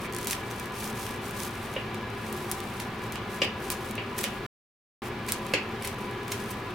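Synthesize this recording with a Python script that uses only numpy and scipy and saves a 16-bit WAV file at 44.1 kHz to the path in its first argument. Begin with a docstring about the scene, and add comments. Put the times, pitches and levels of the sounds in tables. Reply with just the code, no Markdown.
"""A craft table in a room where a fan or appliance hums, heard in stereo as by two close microphones.
Near: small scissors trim a yarn pompom; bursts of fibre snaps make the crunch, single clicks the blade ticks.
Between cuts the fingers turn the wool: soft hiss with crackles, swelling with each stroke.
Further off: a few hard knocks, resonances struck and heard with much of the room; behind all, air and tones.
Midway the sound drops out for half a second."""
import sys
import numpy as np
from scipy import signal
from scipy.fft import rfft, irfft
from scipy.io import wavfile
from scipy.ndimage import uniform_filter1d

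SR = 44100
rng = np.random.default_rng(int(sys.argv[2]) if len(sys.argv) > 2 else 0)


def wav_out(sig):
    """Save sig, one row per channel (or a flat mono array), as 16-bit PCM at SR to the path in sys.argv[1]."""
    wavfile.write(sys.argv[1], SR, np.round(np.clip(np.atleast_2d(sig).T, -1, 1) * 32767).astype(np.int16))


N = 297234
TIME = np.arange(N) / SR
HZ = np.fft.rfftfreq(N, 1 / SR)
CLICK_HZ = abs(np.fft.fftfreq(2048, 1 / SR))

# rush of the machine's air, relative spectrum: [pitch_hz, level_db]
AIR_COLOUR = [(20, -8.5), (50, 0), (160, 3), (300, 0), (390, 0.5), (600, -5), (1100, -2.5), (1600, -6.5),
              (2500, -8), (4000, -15.5), (6500, -28), (10000, -40.5), (16000, -34)]
AIR_DB = -38
# tones of the machine: [pitch_hz, level_db (rms)]
HUM_TONES = [(99, -52), (114, -47.5), (200, -53), (218, -46), (243, -53), (358, -46.5), (400, -47.5),
             (436, -55.5), (495, -58), (540, -57), (714, -58.5), (780, -53), (802, -60), (826, -61.5),
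             (992, -49.5), (1020, -52.5), (1165, -55), (1197, -56), (1284, -69), (1435, -57.5),
             (1684, -51.5), (2320, -55.5), (2606, -66), (2887, -70.5)]
# likeness of the left and right microphones: [pitch_hz, likeness (1 = identical)]
LIKENESS = [(60, 0.99), (130, 1), (290, 0.99), (640, 0.87), (1410, 0.75), (3100, 0.61), (6820, 0.4),
            (15000, 0.61)]
# lean of the noise to the left: [pitch_hz, left_over_right_db]
LEFT_LEAN = [(80, .1), (250, .6), (500, 1.3), (1000, 1), (4000, .6), (15000, 0)]
# dying away of the room: [pitch_hz, t60_s]
ROOM_DECAY = [(200, 0.19), (500, 0.16), (1000, .27), (3000, .28), (8000, 0.14), (15000, 0.036)]
# nominal early returns from table top and hands: [delay_s, gain]
TABLE_ECHOES = [(.0004, .17), (.00078, .27), (.00112, .25), (.0016, .2), (.0025, .16)]
# hard knocks across the room: [start_s, relative level_db, thud_db (bass against the clack),
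# dull_hz (duller above this), pitch (factor on the resonances)]
KNOCKS = [(0.0454, -17, -5, 3500, 0.82), (1.7632, -5, 7.5, 3150, 1.03), (3.157, -21, -12, 3500, 1.1),
          (3.4179, 0.5, -0.5, 7500, 1.03), (3.9792, -10, 0.5, 3600, .98), (4.24, -9.5, 0, 5000, 1.06),
          (5.537, 2.1, 3, 12000, 0.933)]
# broad resonances of the knocked thing: [pitch_hz, half_width_hz (6 dB down), relative level_db]
KNOCK_RESONANCES = [(307, 69, 2.5), (520, 93, 0), (1040, 170, -13), (1790, 150, -9), (2330, 250, -4),
                    (2796, 200, -0.5), (3390, 480, -12), (4730, 290, -11), (5700, 500, -18.5),
                    (7400, 290, -18)]
# colour of sliding wool: [pitch_hz, relative level_db]
WOOL_COLOUR = [(500, -21.5), (2000, -7.5), (4000, -3), (7000, -3.5), (10000, -3), (13000, -6),
               (16000, -10.5)]
# strokes of the fingers turning the pompom: [fastest_s, length_s, relative level_db]
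FINGER_STROKES = [(0.04, 0.1, -49.5), (0.24, 0.21, -51), (0.563, 0.37, -52), (0.836, 0.27, -43.5),
                  (1.008, 0.18, -44.5), (1.104, 0.24, -49.5), (1.27, 0.17, -49), (1.42, 0.21, -42.5),
                  (1.607, 0.56, -53), (2.42, 0.73, -50.5), (2.717, 0.44, -55.5), (3.053, 0.14, -55),
                  (3.14, 0.055, -51), (3.348, 0.16, -51), (3.439, 0.074, -49), (3.652, 0.16, -49),
                  (3.87, 0.2, -52), (4.353, .12, -57.5), (5.061, 0.1, -52), (5.49, 0.19, -54.5),
                  (6.038, 0.14, -58.5), (6.44, 0.44, -53.5), (6.708, 0.027, -56.5)]
STROKE_RISE_SHARE = 0.52  # share of a stroke spent speeding up
STROKE_SHAPE = 2.8  # exponent: 2 = bell-shaped, more = flat-topped
HOLDING_DB = -63  # wool merely held in the hand, on the scale of the strokes
# cut wool springing back after each snip: [start_s, relative level_db]
SPRING_BACKS = [(.27, -38), (.31, -41), (2.515, -46), (2.8, -48), (3.703, -40.5), (4.185, -44), (4.24, -47),
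                (5.285, -43), (5.322, -47), (5.85, -45.5), (6.32, -45)]
SPRING_RISE_S, SPRING_FALL_S = 0.0052, 0.052
# strands of yarn parting between the blades: [start_s, relative level_db, length_s, tilt_db_per_octave]
STRAND_CUTS = [(.283, -22, 0.019, 1), (0.31, -13, 0.019, 1.5), (2.801, -21, 0.0038, -0.5),
               (3.715, -13, 0.0086, 3.5), (4.177, -14, 0.013, 0.5), (4.205, -17, 0.012, 1),
               (4.2315, -16.5, .008, -1), (5.282, -13, 0.012, -3), (5.293, -19, 0.0087, -6),
               (5.821, -22.5, 0.006, -3.5), (5.844, -14.5, 0.012, -2), (5.873, -21, 0.0051, 3),
               (6.314, -13.5, 0.013, -3.5), (6.501, -18.5, 0.019, 4)]
# soft onset: hiss rises just before each cut; rise time, level against the listed cut
ONSET_S, ONSET_DB = 0.0116, -32
# colour of steel biting wool: [pitch_hz, relative level_db]
BITE_COLOUR = [(200, -36), (900, -11), (2000, -2), (4500, -4.5), (7000, -3), (10000, -2), (13000, -4.5),
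               (16000, -7)]
# blades catching and letting go: [start_s (before the common delay), relative level_db, tilt_db_per_octave]
BLADE_TICKS = [(0.2292, -19, -1), (0.2453, -15.5, 2), (.2708, -7, 0.5), (.3087, -5.5, 0), (0.33, -10, -5),
               (.5109, -18.5, -4), (0.597, -17, 0.5), (.6569, -23, 0), (1.065, -16.5, -3), (1.309, -21, 3),
               (1.7384, -24, -2.5), (1.9442, -18.5, -4), (2.326, -16, 5), (2.3748, -23, 5),
               (2.5139, -5.5, 3.5), (2.519, -14, 1.5), (2.6025, -18.5, -2), (2.7995, -14, -4),
               (3.1215, -17.5, -0.5), (3.156, -14.5, -5.5), (3.7014, -6, 0), (3.91, -19, 0),
               (3.9534, -22, 0), (4.1888, -10.5, -3.5), (4.2395, -5.5, -2.5), (5.0838, -26, 7),
               (5.2639, -24, 5), (5.313, -21, -4), (5.3203, -0.5, 2.5), (5.4652, -20.5, -4.5),
               (5.873, -12.5, 0), (6.1105, -27, 3), (6.28, -19, -1), (6.319, -12.5, -1)]
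# the blades judder once as they start to close, each slip coming after a longer gap
JUDDER_START_S, JUDDER_GAP_S = .1243, .01
JUDDER_SLOWING, JUDDER_COUNT = 1.285, 6  # factor from gap to gap, number of slips
JUDDER_DB, JUDDER_SWELL_DB = -20, 7
# span of the dropout: [start_s, end_s]
DROPOUT = (4.4642, 5.0195)
EDGE_HZ = 16250  # upper band limit


def gain_of(db):
    """Decibels to amplitude."""
    return 10 ** (np.asarray(db) / 20)


def evened(x):
    """Scales to an rms of one."""
    return x / np.sqrt(np.mean(x ** 2) + 1e-20)


def read(points, hz):
    """Reads a (Hz, value) table on a log-frequency axis."""
    f, value = np.transpose(points)
    return np.interp(np.log(hz + 1), np.log(f + 1), value)


def add(mix, s, sound):
    """Mixes a sound in at time s."""
    part = mix[..., max(round(s * SR), 0):][..., :sound.shape[-1]]
    part += sound[..., :part.shape[-1]]


def noise_pair(magnitude):
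    """Noise of the given spectrum at two close microphones: alike in the bass, less so higher up."""
    a, b, c, d = rng.standard_normal((4, len(HZ)))
    same = read(LIKENESS, HZ)
    left = a + 1j * b
    right = same * left + np.sqrt(1 - same ** 2) * (c + 1j * d)
    lean = gain_of(read(LEFT_LEAN, HZ) / 2)
    return evened(irfft(np.array([left * lean, right / lean]) * magnitude, N))


def click(gain):
    """The causal (minimum-phase) click of unit energy, shaped by the gain at each of CLICK_HZ."""
    log_spectrum = np.conj(signal.hilbert(np.log(gain + 1e-5)))
    wave = np.fft.ifft(np.exp(log_spectrum)).real
    return wave / np.linalg.norm(wave)


def tail(alike_hz=1200, thin_hz=500, build_s=0.0045):
    """Diffuse room tail: each band dies at its own speed; the bass is weak and shared by both sides."""
    shape = (2, SR // 3)
    taps = rng.choice([-1., 1.], shape) * (rng.random(shape) < .2)
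    hz, t, (mid, side) = signal.stft(taps, SR, nperseg=256)
    hz = hz[:, None]
    side = side * hz / np.hypot(hz, alike_hz)
    sides = np.array([mid + side, mid - side])
    decay = gain_of(-60 * t / read(ROOM_DECAY, hz))
    thinning = hz / np.hypot(hz, thin_hz)
    wave = signal.istft(sides * decay * thinning, SR, nperseg=256)[1]
    wave = wave * (1 - np.exp(-(TIME[:wave.shape[1]] / build_s) ** 2))
    return wave / np.linalg.norm(wave[0])


def room(sound, room_db, scatter_db, scatter_s, alike_hz=1000):
    """Direct sound, table echoes, scatter from the clutter and the tail; paths are redrawn on each call."""
    paths = gain_of(room_db) * tail()
    t = TIME[:paths.shape[1]]
    high_pass = signal.butter(1, alike_hz, "high", fs=SR)
    own = signal.lfilter(*high_pass, rng.standard_normal(paths.shape))
    shared = rng.standard_normal(len(t))
    scatter = (own + shared) * np.exp(-t / scatter_s)
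    paths += gain_of(scatter_db) * scatter / np.linalg.norm(scatter[0])
    paths[:, 0] += 1  # direct sound
    for delay, gain in TABLE_ECHOES:
        paths[:, round(delay * rng.uniform(.8, 1.2) * SR)] += gain
    return signal.fftconvolve(sound[None], paths, axes=1)


def machine(hum_db=0, width_hz=7, widening=0.0068):
    """Rushing air with narrow, wavering tones on top: noise bands that widen with pitch."""
    power = np.zeros(len(HZ))
    for hz, db in HUM_TONES:
        line = 1 / (1 + ((HZ - hz) / (width_hz + widening * hz)) ** 2) ** 2
        power += gain_of(db) ** 2 * line / line.sum()
    tones = gain_of(hum_db) * np.sqrt(power.sum()) * noise_pair(np.sqrt(power))
    air = gain_of(AIR_DB) * noise_pair(gain_of(read(AIR_COLOUR, HZ)))
    return tones + air


def knocks(level_db=6, thud_hz=700, contact_db=-26, spread_s=.001, direct_db=-5.0, room_db=-1,
           left_db=0.1, rebound_s=0.0016, rebound_db=-8):
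    """A low thud and a hard clack with a broad tick of contact, heard with much of the room."""
    out = np.zeros((2, N))
    # bending waves carry the treble faster than the bass, which draws the attack out
    delay = spread_s * np.sqrt(1000 / (CLICK_HZ[:1025] + 100))
    travel = np.exp(-2j * np.pi * np.cumsum(delay) * CLICK_HZ[1])
    for s, db, thud_db, dull_hz, pitch in KNOCKS:
        modes = np.zeros(len(CLICK_HZ))
        for hz, width, mode_db in KNOCK_RESONANCES:
            modes += gain_of(mode_db) ** 2 / (1 + ((CLICK_HZ - hz * pitch) / width) ** 2) ** 2
        body = np.sqrt(modes + gain_of(contact_db) ** 2)
        # a soft blow stays in contact longer: more thud, less treble
        thud = gain_of(thud_db / (1 + (CLICK_HZ / thud_hz) ** 4))
        blow = thud / np.sqrt(1 + (CLICK_HZ / dull_hz) ** 8)
        knock = gain_of(db + level_db) * irfft(rfft(click(body * blow)) * travel)
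        paths = gain_of(room_db) * tail(alike_hz=2000, thin_hz=348, build_s=0.00079)
        paths[:, 0] += gain_of(direct_db)
        # it strikes again at once
        paths[:, round(rebound_s * rng.uniform(.5, 1.3) * SR)] += gain_of(rebound_db)
        add(out, s, signal.fftconvolve(knock[None], paths, axes=1))
    return out * gain_of([[left_db], [-left_db]])


def sliding():
    """Strength of the wool's hiss: finger strokes, a short rise leading into each cut, a release after each snip."""
    power = np.full(N, gain_of(HOLDING_DB) ** 2)
    for s, length, db in FINGER_STROKES:
        share = np.where(TIME < s, STROKE_RISE_SHARE, 1 - STROKE_RISE_SHARE)
        away = abs(TIME - s) / (length * share)
        power += gain_of(db) ** 2 * np.exp(-np.minimum(2 * away, 10) ** STROKE_SHAPE)
    t = TIME[:SR // 2]
    before = t[SR // 10::-1]  # the last tenth of a second, counted down to the cut
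    for s, db, _, _ in STRAND_CUTS:
        onset = gain_of(db + ONSET_DB) * np.exp(-before / ONSET_S)
        add(power, s - before[0], onset ** 2)
    for s, db in SPRING_BACKS:
        release = gain_of(db) * np.minimum(t / SPRING_RISE_S, 1) * np.exp(-t / SPRING_FALL_S)
        add(power, s, release ** 2)
    return np.sqrt(power)


def rubbing(level_db=2.17, catches_per_s=130, catch_db=-6, spread_db=3.0, flutter_db=1.9):
    """Countless fibres slide as a soft, uneven hiss; now and then one catches and crackles."""
    colour = gain_of(read(WOOL_COLOUR, HZ))
    catches = (rng.random(N) < catches_per_s / SR) * rng.choice([-1, 1], N)
    catches = catches * gain_of(spread_db * np.minimum(rng.exponential(1, N), 4))
    crackle = irfft(rfft(catches) * colour, N)
    crackle = room(crackle, room_db=-13.5, scatter_db=-5, scatter_s=0.0011)[:, :N]
    wool = noise_pair(colour) + gain_of(catch_db) * evened(crackle)
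    flutter = evened(uniform_filter1d(rng.standard_normal(N), size=300))
    return wool * sliding() * gain_of(level_db + flutter_db * flutter)


def snap(tilt_db):
    """One click in the colour of the blades, tilted in dB per octave about 8 kHz, down to 2 kHz."""
    octaves = np.log2(np.maximum(CLICK_HZ, 2000) / 8000)
    return click(gain_of(read(BITE_COLOUR, CLICK_HZ) + tilt_db * octaves))


def cuts(level_db=5, fibres_per_s=7000, spread_db=4):
    """A strand parts as a burst of tiny snaps, one for each fibre."""
    out = np.zeros((2, N))
    for s, db, length, tilt_db in STRAND_CUTS:
        size = round(length * SR)
        sign, strength = rng.standard_normal((2, size))
        snaps = np.sign(sign) * (rng.random(size) < fibres_per_s / SR)
        snaps *= gain_of(spread_db * strength) * np.sqrt(signal.windows.hann(size))
        snaps /= np.linalg.norm(snaps) + 1e-9
        crunch = gain_of(db + level_db) * np.convolve(snaps, snap(tilt_db))
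        add(out, s, room(crunch, room_db=-2, scatter_db=-0.5, scatter_s=0.0057))
    return out


def judder():
    """A short run of slips that slows down, swelling and fading: rows like those of BLADE_TICKS."""
    gaps = JUDDER_GAP_S * JUDDER_SLOWING ** np.arange(JUDDER_COUNT)
    since = np.cumsum(gaps) - gaps
    swell = np.sin(np.pi * since / since[-1]) ** 2
    return [(JUDDER_START_S + s, JUDDER_DB + JUDDER_SWELL_DB * arch, 0) for s, arch in zip(since, swell)]


def ticks(level_db=0, delay_s=.001):
    """The blades stick and slip, and click as they pass each other."""
    out = np.zeros((2, N))
    for s, db, tilt_db in judder() + list(BLADE_TICKS):
        tick = gain_of(db + level_db) * snap(tilt_db)
        add(out, s + delay_s, room(tick, room_db=-3, scatter_db=0.0, scatter_s=0.0021))
    return out


def scene():
    """Hum and knocks around, wool and scissors close by."""
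    return machine() + knocks() + rubbing() + cuts() + ticks()


def record(dry):
    """A stretch of dead silence, then the band limit."""
    live = (TIME < DROPOUT[0]) | (TIME > DROPOUT[1])
    low_pass = signal.firwin(255, EDGE_HZ, window=("kaiser", 9), fs=SR)
    return signal.oaconvolve(dry * live, low_pass[None], "same", axes=1)


dry = scene()
out = record(dry)
wav_out(out)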